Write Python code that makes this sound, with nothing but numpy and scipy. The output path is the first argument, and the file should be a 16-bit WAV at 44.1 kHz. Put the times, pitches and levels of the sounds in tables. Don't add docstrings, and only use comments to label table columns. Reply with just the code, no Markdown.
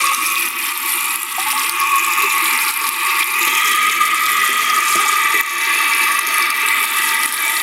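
import sys
import numpy as np
from scipy import signal
from scipy.fft import rfft, irfft
from scipy.io import wavfile

SR = 44100
rng = np.random.default_rng(int(sys.argv[2]) if len(sys.argv) > 2 else 0)


def store_pcm(level_fs):
    pcm = np.round(np.clip(level_fs, -1, 1) * 32767).astype(np.int16)
    wavfile.write(sys.argv[1], SR, np.atleast_2d(pcm).T)


def boost_factor(decibels):
    exponent = np.asarray(decibels, float) / 20
    return 10 ** exponent


N = 336042

# (time [s], place)
MIC_PLACE = [(0, .8), (.45, 0), (1.2, .1), (1.7, 1), (2.6, 1), (3.3, .9), (3.75, 2), (4.6, 2), (5.1, 2.5),
             (5.65, 3), (6.8, 3), (7.1, 2.7), (7.62, 2.7)]
# (time [s], dip [dB], lean [dB])
MIC_DIP = [(0, 4, -3.5), (.35, 1.7, -3.5), (.75, -1.4, 2), (1.2, 0.8, -1.5), (1.5, 1.2, -3.5),
           (1.9, -1.5, -4.5), (2.25, -1, -0.5), (2.6, -2, 0.5), (3.0, -0.4, 0), (3.45, -0.6, 2.5),
           (4.0, -2, 3), (4.6, -0.25, 2), (5.0, 0, 0), (5.45, 0.7, 1.2), (5.7, -0.6, 2.5), (6.0, 1.5, 0.5),
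           (6.9, 0, -1.5), (7.62, -5.5, 0.5)]
# (time [s], level [dB])
PIPE_LEVEL = [(0, -42), (.55, -41.5), (.8, -34.5), (1.6, -36), (2.8, -30.5), (3.67, -33), (3.71, -45),
              (4.5, -43.5), (5.1, -35.5), (7.62, -34)]
# (time [s], level [dB])
SPRAY_LEVEL = [(0, -18), (.36, -21.5), (.53, -24), (.72, -20), (.95, -20.5), (1.29, -21), (1.66, -21),
               (1.85, -25), (2.16, -22), (2.7, -20.5), (3.6, -21), (4.14, -24.5), (4.95, -18), (5.2, -21.5),
               (6.32, -24), (6.94, -22.5), (7.28, -21), (7.62, -23.5)]
# (time [s], treble tilt [dB per octave])
SPRAY_SHADE = [(0, -15), (.5, 0.5), (1.2, -5), (1.7, -5.5), (3.3, -4.5), (3.75, -6), (4.5, -7), (4.9, -12),
               (5.35, -10), (5.7, -8), (6.7, 0), (7.1, -5), (7.62, 1)]
# (time [s], extra path [cm], hollow depth [dB])
WALL_ECHO = [(0, 2.2, 3), (.35, 2.45, 4), (1, 2.6, 6), (1.65, 2.6, 6), (1.88, 1.8, 5), (2.25, 1.7, 2),
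             (2.4, 2.6, 5.5), (3.25, 2.6, 5.5), (3.48, 1.75, 5), (3.9, 1.35, 2), (4.7, 1.65, 4),
             (5.45, 1.65, 4), (5.6, 2.15, 6), (6.6, 2.25, 7), (6.8, 2.75, 4), (7.62, 2.7, 2)]

# (frequency [Hz], width [Hz], level at place 0, 1, 2, 3 [dB])
LOW_AIR_MODES = [(256.4, 23, 0.5, 1, -10, -5.5), (345, 18.6, 9, 8.6, -4, 1), (410, 45, -7, 1.4, -4.5, -3)]
MIDDLE_AIR_MODES = [(1110.7, 14, 4, 6.5, -9, -20), (1152.3, 24, 3, -3.5, -4.5, 5),
                    (1198.7, 21.7, -9, 4.5, 6.5, 0.5), (1244.6, 29, 1, -3, 11, 1.5),
                    (1297, 35, -1.5, -6.5, -18, -40)]
UPPER_AIR_MODES = [(1767, 116, -7.5, -5.5, -2.5, -2.5), (1960, 49, 1, -2.5, 5.5, 1.5),
                   (2030, 24, -8, -8, -15, 0), (2098, 74, -0.5, 0, 1.5, -11), (2302.5, 22, 0.5, -3, 2, 2),
                   (2382, 39, 1.5, 1.5, -4.5, 0), (2480, 61, -1.5, 0, 1, -11), (2527, 19, 2.5, -8, -6, -19),
                   (2621, 52, -4.5, -1.5, -4.5, 1.5), (2783, 72, 1, -6.5, -17, -33)]
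# (frequency [Hz], width [Hz], level at place 0, 1, 2, 3 [dB])
OVERFLOW_PIPE_MODES = [(880, 59, -2.5, 3.5, -15, 16.5), (905, 30, -12, 4, -8, 25),
                       (943, 146, 3.5, 1.5, -3, 6.4)]
# (frequency [Hz], width [Hz], level at place 0, 1, 2, 3 [dB])
FAINT_AIR_MODES = [(61.6, 25, -85, -80, -62, -62), (98, 13, -71, -66, -65, -65.5),
                   (141, 23, -65, -67, -60, -78), (195, 18, -62, -59.5, -56, -63.5),
                   (522, 40, -66, -61, -53.5, -61), (655, 35, -79, -66, -49, -48.5),
                   (782, 26, -54, -63, -55, -80), (1407, 8.1, -47.5, -42, -52, -40),
                   (1640, 104, -49, -37.5, -34.5, -33.5), (2970, 18, -70, -40.5, -38.5, -45),
                   (3226, 290, -68, -46, -35.5, -38), (3540, 830, -42, -38.5, -35.5, -33.5),
                   (3810, 160, -60, -53, -50, -39.5), (4470, 360, -60, -64, -43, -39)]
# (time [s], length [s], frequency [Hz], level [dB])
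MODE_SURGES = [(0.072, .14, 1230, 4), (.1, 0.12, 2310, 2), (0.08, 0.088, 2640, 8), (.36, 0.3, 2470, 12.5),
               (0.582, 0.066, 2480, 10), (0.74, .13, 1200, 19), (0.923, 0.072, 1930, 11),
               (1.16, 0.16, 2520, 6.5), (1.844, 0.044, 1113, 13.5), (1.938, 0.079, 1125, 17.5),
               (1.954, 0.28, 2470, 12.5), (2.12, 0.18, 1180, 7), (0.39, .2, 2800, 3),
               (6.84, 0.086, 2290, 2.5), (6.44, .1, 2305, 3.5), (2.084, 0.12, 1113, 8),
               (2.196, 0.15, 1244, 9.5), (2.25, 0.25, 2600, 12), (2.24, 0.11, 2320, 7),
               (2.32, 0.24, 1113, 7.5), (2.1, 0.3, 2970, 6), (4.02, 0.04, 1200, 11),
               (4.766, 0.075, 1215, 9.5), (4.383, 0.043, 1250, 5.5), (4.064, 0.2, 2300, 3),
               (4.412, 0.24, 1960, 6), (4.62, 0.66, 3230, 7.5), (3.62, 0.33, 3270, 13),
               (5.36, 0.08, 2000, 8.5), (5.718, 0.17, 1960, 2.5), (0.39, .2, 2800, 3),
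               (6.11, 0.26, 1113, 3), (6.594, 0.26, 1244, 1), (6.44, .1, 2305, 3.5),
               (6.756, 0.25, 2300, 6.5), (6.72, 0.2, 2000, 6.5), (7.195, 0.36, 1960, 10),
               (7.47, 0.11, 2310, 10), (7.574, 0.13, 1950, 11), (0.18, 0.14, 259, 10), (0.26, 0.7, 522, 12),
               (.95, 0.27, 200, 7), (1.86, 0.3, 259, -10), (1.94, 0.43, 410, -12), (2.2, .4, 522, 1),
               (2.5, 0.24, 259, 6), (2.5, .2, 200, 3), (3.15, 0.23, 259, -15), (3.4, 0.51, 410, 5.5),
               (4.6, 0.22, 345, -7), (5.78, 0.14, 259, -10), (5.5, 1.7, 905, 1.5), (7.45, .3, 259, -8),
               (7.48, 0.18, 410, -4)]
# (frequency [Hz], density [dB per Hz])
BED_SPECTRUM = [(25, -72), (120, -36), (300, 1.5), (620, -46), (800, -13), (1200, 11.5), (1500, 2),
                (2300, 14.5), (3300, 5), (4500, -8.5), (7000, -18), (12000, -13)]
# (frequency [Hz], density [dB per Hz])
SPRAY_SPECTRUM = [(2060, -3.5), (3500, -5), (3870, -2), (4170, -8.5), (4590, -7.5), (5900, -7.5),
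                  (6810, -4), (7970, -6.5), (11100, 1), (12500, -1.5), (15700, -10.5)]

# (time [s], peak [dB], frequency [Hz])
SPRAY_SPITS = [(0.1466, 2, 10700), (0.2703, -5, 10100), (0.4614, -4, 10800), (0.4863, 1, 11070),
               (0.7751, 1, 12100), (0.9378, 1, 10100), (1.1578, 1, 10200), (1.2311, 3.5, 10400),
               (1.4835, 0, 12100), (1.694, 1.5, 9770), (1.8008, 2, 11200), (2.0453, -1, 7640),
               (2.4418, 0, 11690), (2.7082, 5, 11800), (2.7387, 5, 11500), (2.7736, 5, 11200),
               (2.8898, -1, 9200), (3.2001, -17, 10900), (3.242, 6, 11800), (3.3007, -7, 9850),
               (3.6464, -1, 10500), (3.693, -3, 9500), (3.7168, 1, 12000), (3.7592, -2, 12400),
               (3.829, -2, 12500), (3.8679, -3, 8790), (3.928, -10, 6600), (4.0535, -2, 12860),
               (4.1448, -2, 9200), (4.2565, -1, 11400), (4.3174, 1, 11100), (4.5778, -3, 10000),
               (4.7629, 0, 9630), (4.4757, -1, 9850), (5.0888, -1, 7500), (5.3742, 0, 10430),
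               (6.1913, 1, 10300), (6.2711, 2, 11200), (6.3819, -1, 10500), (6.5026, -3, 11500),
               (6.8279, 0, 10950), (7.2584, 3, 9530), (7.3233, 2.5, 11400),
               (0.0684, -4, 4940), (0.146, -2.5, 5810), (0.355, -3, 3690), (1.4, -6, 3460),
                 (1.5763, -5.5, 4570), (1.6947, 0, 4550), (1.8127, -6, 5150), (2.323, -1.5, 10700),
                 (2.3796, -1, 12700), (2.455, -5, 3490), (2.5075, -7, 4200), (2.534, -3, 5710),
                 (2.575, 1, 10450), (2.588, -5, 4700), (2.61, -5, 12300), (3.104, -7, 3800),
                 (3.228, 5, 3400), (3.477, -2, 3050), (3.896, -1, 3800), (4.3, -2, 12200),
                 (4.7351, -22, 3210), (5.1267, -4.5, 4740), (5.4068, -10, 11000), (5.41, -14, 6000),
                 (5.934, -3, 4700), (7.0896, -2.5, 4470), (7.233, -5, 4460), (7.567, -3, 4630),
                 (7.5988, -2, 4520),
               (.0189, -12, 7840), (.0418, 1, 11800), (0.408, -3, 11400), (.4269, -6, 10200),
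              (0.7198, -13, 10600), (1.1069, -3, 10100), (1.5938, -1, 6100), (1.721, -2, 8950),
              (1.8721, -9, 6600), (1.957, 0, 9700), (1.983, -6, 6860), (1.994, -3, 6900), (2.135, -6, 8050),
              (2.4275, -6, 9920), (2.6803, -4.5, 4730), (2.867, -2.5, 5650), (3.4012, -14, 7220),
              (3.429, -4.5, 7260), (3.4496, -4, 7040), (3.5324, -12, 6650), (3.5513, -4, 6570),
              (3.673, -8, 5620), (4.0602, -6, 9320), (4.2626, -4.5, 4730), (4.5296, -2, 9940),
              (4.6997, -5, 4900), (4.8184, -20, 6700), (4.8728, -6, 7060), (4.8986, -8, 6660),
              (5.236, -5, 6460), (5.4037, -12, 6600), (5.495, -3, 6750), (5.501, -9, 6700),
              (5.552, -9, 6200), (5.5815, 0, 10600), (5.6506, -7, 4900), (5.7633, -19, 6670),
              (6.266, -5, 6600), (5.7887, -9, 6700), (6.1305, -7, 13200), (6.1887, -3, 6600),
              (6.3066, -18, 4700), (6.341, -2, 10200), (6.4228, -4.5, 4900), (6.5035, -6, 5160),
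              (6.6767, -7, 10400), (6.6846, -0.5, 7800), (6.686, -3.5, 3970), (6.9686, -3, 10300),
              (6.9711, -22, 6970), (6.985, -3, 10300), (7.0646, -5, 7640), (7.145, -1, 10900),
              (7.233, 1, 11200), (7.376, -7, 4520), (7.4649, -10.5, 6760), (7.479, -2, 8500)]
# (time [s], peak [dB], start pitch [Hz], rise [Hz per s], t60 [s])
BUBBLE_POPS = [(.005, -42, 345, -26, 0.058), (.005, -39.5, 535, -20, 0.61), (.005, -32, 880, -12, 0.099),
               (.115, -23, 880, 500, 0.063), (1.378, -16, 745, 1100, 0.17), (1.378, -15, 880, 0, 0.072),
               (1.53, -16, 839, 1203, 0.18), (2.365, -41, 673, 1504, 0.14),
               (2.585, -19.5, 723, 2504, 0.016), (2.813, -29, 410, 500, 0.098), (4.49, -25, 381, 398, 0.13),
               (4.69, -31, 746, 990, 0.14), (4.995, -25, 790, 1501, 0.11), (5.054, -14, 827, 2000, 0.067),
               (5.341, -26, 423, 2, 0.15), (5.83, -29, 790, 1502, .08)]
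# (time [s], peak [dB], start pitch [Hz], rise [Hz per s], t60 [s])
SLOW_GURGLES = [(.21, -22, 269, 1500, 0.12), (.37, -30, 349, 0, 0.17), (.525, -29, 352, 302, .1),
                (1.454, -0.5, 843, 1502, .07), (1.62, -35, 470, -800, 0.3), (2.2, -27, 406, 1800, 0.12),
                (2.228, -15, 420, -800, 0.16), (2.415, -20.5, 332, 0, 0.16), (3.065, -23, 410, -1500, 0.12),
                (3.19, -26, 331, -12, .12), (3.27, -26, 407, -600, 0.16), (3.4, -19, 346, 3, 0.2),
                (3.64, -25.5, 421, -300, 0.18), (4.2, -25, 353, 4, 0.097), (4.76, -24, 362, 0, 0.16),
                (5.96, -36, 345, -2, .12), (6.675, -26, 345, 0, 0.15), (7.035, -39, 345, -2, .12)]
# (time [s], peak [dB], length [s])
MIC_CRACKS = [
    (5.4076, -16, .0005),
    (5.4109, -1.5, .0004),
    (2.8908, -5, .0004),
    (1.695, -8, .0004),
]
# (time [s], peak [dB], start pitch [Hz], rise [Hz per s], t60 [s])
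ARM_KNOCKS = [
    (3.472, -25, 348, 0, 0.089),
    (3.474, -28, 490, 500, .057),
    (3.473, -35, 240, 0, 0.066),
    (4.953, -21, 345, 0, 0.23),
    (4.954, -21, 650, 0, 0.055),
    (4.954, -29, 208, -2, 0.096),
    (4.954, -33.5, 115, -2, .08),
]
# (time [s], drop [dB])
GAIN_DUCKS = [(.147, 3.5), (0.483, 4.5), (.72, 5), (1.157, 5.5), (1.232, 6.5), (1.693, 3.5), (2.705, 6.5),
              (2.89, 5.5), (3.225, 6), (5.41, 9), (6.192, 4.5), (6.504, 4), (6.85, 4), (7.258, 6)]

LOW_DB, LOW_FOLLOWS = (-44, -42.5, -42.5, -41.5), 0.21
MIDDLE_DB, MIDDLE_FOLLOWS = (-29.5, -22.5, -17.5, -24), 1.48
UPPER_DB, UPPER_FOLLOWS = (-26, -20.5, -22.5, -20), 0.99


def rms_one(x):
    return x / np.sqrt(np.mean(x ** 2) + 1e-20)


def in_time(rows):
    s, *columns = np.transpose(rows)
    return [np.interp(np.arange(N) / SR, s, c) for c in columns]


def drift(rate):
    r = np.exp(-40 * np.pi * rate / SR)
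    slow = signal.lfilter([1], [1, -2 * r, r * r], rng.standard_normal(N // 20 + 2002))[2000:]
    return np.interp(np.arange(N) / 20, np.arange(len(slow)), rms_one(slow))


def coloured(x, spectrum):
    hz, level_db = np.transpose(spectrum)
    grid = np.arange(len(x) // 2 + 1) * SR / len(x) + 1
    gain = boost_factor(np.interp(np.log(grid), np.log(hz), level_db))
    return rms_one(irfft(rfft(x) * gain, len(x)))


def resonance(x, hz, width_hz):
    r = np.exp(-np.pi * width_hz / SR)
    return rms_one(signal.lfilter([1, 0, -1], [1, -2 * r * np.cos(2 * np.pi * hz / SR), r * r], x))


def surge_db(hz):
    reach = 0.032
    t = np.arange(0, N + 200, 200) / SR
    total_db = 0
    for s, length, at_hz, db in MODE_SURGES:
        nearness = (np.log(at_hz / hz) / reach) ** 2
        total_db = total_db + db * np.exp(-(2 * (t - s) / length) ** 2 - nearness)
    return np.interp(np.arange(N) / SR, t, total_db)


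def air_modes(modes, place, steep_hz, even=True):
    out, power = 0, 0
    for hz, width_hz, *db in modes:
        gain = boost_factor(np.interp(place, range(4), db) + 1.76 * drift(3.5))
        tone = resonance(rng.standard_normal(N), hz, width_hz)
        tone = resonance(resonance(tone, hz, steep_hz), hz, 2 * steep_hz)
        out = out + gain * boost_factor(surge_db(hz)) * tone
        power = power + gain ** 2
    return out / np.sqrt(power) if even else out


def gulps():
    below_hz, gulp_db, fall_s = 470, -17.5, 0.073
    t = np.arange(N) / SR
    extra = np.zeros(N)
    for s, db, hz, *_ in BUBBLE_POPS + ARM_KNOCKS:
        if hz < below_hz:
            extra += boost_factor(db + gulp_db) * (t > s) * np.exp(-np.abs(t - s) / fall_s)
    return extra


def jet_roar(place, dip_db, upper_db):
    low_db = np.interp(place, range(4), LOW_DB) + LOW_FOLLOWS * dip_db + 2.1 * drift(37)
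    middle_db = np.interp(place, range(4), MIDDLE_DB) + MIDDLE_FOLLOWS * dip_db + drift(13.6)
    roar = (boost_factor(low_db) + gulps()) * air_modes(LOW_AIR_MODES, place, steep_hz=163)
    roar += boost_factor(middle_db) * air_modes(MIDDLE_AIR_MODES, place, steep_hz=182)
    roar += boost_factor(upper_db) * air_modes(UPPER_AIR_MODES, place, steep_hz=292)
    return roar + air_modes(FAINT_AIR_MODES, place, steep_hz=251, even=False)


def overflow_pipe(place):
    pipe_db, = in_time(PIPE_LEVEL)
    return boost_factor(pipe_db) * air_modes(OVERFLOW_PIPE_MODES, place, steep_hz=137)


def tank(x, wet_db, count=24):
    t60_s, first_t60_s = 0.069, 0.012
    hop, tail = -(-N // (count - 1)), np.arange(SR // 10) / SR
    decay = boost_factor(-60 * tail / t60_s) + 1.05 * boost_factor(-60 * tail / first_t60_s)
    fade = np.sin(np.pi * np.arange(2 * hop) / (2 * hop))
    padded, out = np.pad(x, (hop, 2 * hop)), np.zeros(N + 4 * hop)
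    for k in range(count):
        echo = rng.standard_normal(len(tail)) * decay
        echo /= np.sqrt(np.sum(echo ** 2))
        part = signal.oaconvolve(padded[k * hop:][:2 * hop] * fade, echo)
        out[k * hop:][:len(part)] += part
    return x + boost_factor(wet_db) * out[hop:hop + N]


def roar_bed(upper_db):
    rush = rng.standard_normal(N) * boost_factor(1.7 * drift(22))
    bed = coloured(tank(rush, wet_db=5.0), BED_SPECTRUM)
    return bed * boost_factor(-26 + .5 * (upper_db - upper_db.mean()))


def swell(rise_s, fall_s):
    t = np.arange(-SR // 100, SR // 100) / SR
    return np.exp(np.where(t < 0, t / max(rise_s, 1e-5), -t / max(fall_s, 1e-5)))


def splats(per_s, spread_db):
    size = boost_factor(spread_db * np.minimum(rng.exponential(1, N), 3.1))
    return size * (rng.random(N) < per_s / SR)


def ping(hz, cycles):
    t = np.arange(SR // 60) / SR
    return np.sin(2 * np.pi * hz * t) * boost_factor(-60 * t * hz / cycles)


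def droplets(clumps):
    born = splats(400 * clumps, 2.5) * rng.choice([-1, 1], N)
    dealt = rng.integers(0, 12, N)
    drops = 0
    for k, hz in enumerate(np.geomspace(4300, 15000, 12)):
        drops = drops + signal.oaconvolve(born * (dealt == k), ping(hz, 18.0))[:N] * np.sqrt(hz)
    return signal.lfilter([1, -.75], [1], drops)


def spray():
    spray_db, = in_time(SPRAY_LEVEL)
    clumps = boost_factor(2.0 * drift(30) + 0.6 * drift(8.5))
    shared, edges, fizz = splats(120 * clumps, 6.2), np.geomspace(2800, 18000, 8), 0
    for low, high in zip(edges, edges[1:]):
        share = 0.92 * rng.random(N) ** 2.0
        hits = shared * share + 1.27 * splats(120 * clumps, 4.9)
        size = signal.oaconvolve(hits, swell(0.0012, 0.00054), "same")
        sos = signal.butter(2, [low, high], "band", fs=SR, output="sos")
        band = signal.sosfilt(sos, rng.standard_normal(N))
        fizz = fizz + band * (size + clumps ** .5)
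    fizz = rms_one(fizz) + boost_factor(-5.0) * rms_one(droplets(clumps))
    return boost_factor(spray_db) * coloured(tank(fizz, wet_db=-5.5), SPRAY_SPECTRUM)


def air_pocket(rows, attack_s):
    out, t = np.zeros(N + SR), np.arange(SR // 4) / SR
    onset = np.sin(np.pi / 2 * np.minimum(t / attack_s, 1)) ** 2
    for s, db, hz, rise, t60 in rows:
        tone = np.sin(2 * np.pi * (hz * t + rise * t ** 2 / 2))
        out[round(s * SR):][:len(t)] += boost_factor(db - 60 * t / t60) * tone * onset
    return out[:N] * boost_factor(2.5 * drift(23))


def bubbles():
    return air_pocket(BUBBLE_POPS, attack_s=.004)


def spits():
    ring_width, ring_cycles = .13, 15
    hits, size = SPRAY_SPITS, SR // 50
    out = np.zeros(N + SR)
    grit = coloured(rng.standard_normal(len(hits) * size), SPRAY_SPECTRUM).reshape(-1, size)
    for (s, db, hz), noise, white in zip(hits, grit, rng.standard_normal(grit.shape)):
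        ring = resonance(noise + 0.24 * white, hz, ring_width * hz) * swell(0.00055, ring_cycles / hz)
        burst = 0.58 * ring / np.abs(ring).max() + 0.3 * noise * swell(0.00039, 0.00043)
        out[round((s + .001) * SR):][:size] += boost_factor(db - 3.0) * burst
    sos = signal.butter(4, 2400, "high", fs=SR, output="sos")
    out = signal.sosfilt(sos, out[size // 2:][:N] + 1e-18)
    return tank(out, wet_db=-8)


def near_reflections(x):
    sound_cm_per_s, width, tilt_hz = 34300, 0.056, 8400
    hz, s, frames = signal.stft(x, SR, nperseg=512)
    hz = hz[:, None]
    at, path_cm, depth_db = np.transpose(WALL_ECHO)
    hollow_hz = sound_cm_per_s / 2 / np.interp(s, at, path_cm)
    depth_db = np.interp(s, at, depth_db)

    def bell(ratio):
        return np.exp(-.5 * (np.log((hz + 1) / (ratio * hollow_hz)) / width) ** 2)

    shape = 0.18 * (bell(0.645) + bell(1.33)) - bell(0.98)
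    tilt_db = np.interp(s, *np.transpose(SPRAY_SHADE)) * np.log2(np.maximum(hz / tilt_hz, 1))
    return signal.istft(frames * boost_factor(depth_db * shape + tilt_db), SR, nperseg=512)[1][:N]


def gurgles():
    return air_pocket(SLOW_GURGLES, attack_s=.026)


def cracks():
    out, t = np.zeros(N + SR), np.arange(-SR // 200, SR // 200) / SR
    for s, db, length in MIC_CRACKS:
        chirp = np.sin(2 * np.pi * (14000 * t - 2e6 * t ** 2))
        snap = chirp + .2 * rng.standard_normal(len(t))
        out[round(s * SR):][:len(t)] += boost_factor(db) * snap * np.exp(-(t / length) ** 2)
    return out[len(t) // 2:][:N]


def knocks():
    return air_pocket(ARM_KNOCKS, attack_s=.002)


def scene():
    place, = in_time(MIC_PLACE)
    dip_db, lean_db = in_time(MIC_DIP)
    upper_db = np.interp(place, range(4), UPPER_DB) + UPPER_FOLLOWS * dip_db + lean_db
    water = jet_roar(place, dip_db, upper_db) + overflow_pipe(place) + roar_bed(upper_db)
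    treble = near_reflections(spray() + spits())
    return (water + treble + bubbles() + gurgles() + cracks() + knocks())[None]


def top_cut(x):
    return signal.sosfilt(signal.butter(12, 15830, fs=SR, output="sos"), x)


def record(dry):
    recovery_db_per_s, low_cut_hz, top_hz = 30.5, 63, 15780
    t = np.arange(N) / SR
    drop_db = np.max([(db - recovery_db_per_s * (t - s)) * (t > s + .002) for s, db in GAIN_DUCKS], axis=0)
    x = dry * signal.lfilter([.02], [1, -.98], boost_factor(0.29 - np.maximum(drop_db, 0)))
    x = x / (1 + (x / .76) ** 6) ** (1 / 6)
    x = signal.sosfilt(signal.butter(2, low_cut_hz, "high", fs=SR, output="sos"), x)
    x = signal.sosfilt(signal.ellip(12, .2, 85, top_hz, fs=SR, output="sos"), x)
    return top_cut(x)


dry = scene()
out = record(dry)
store_pcm(out)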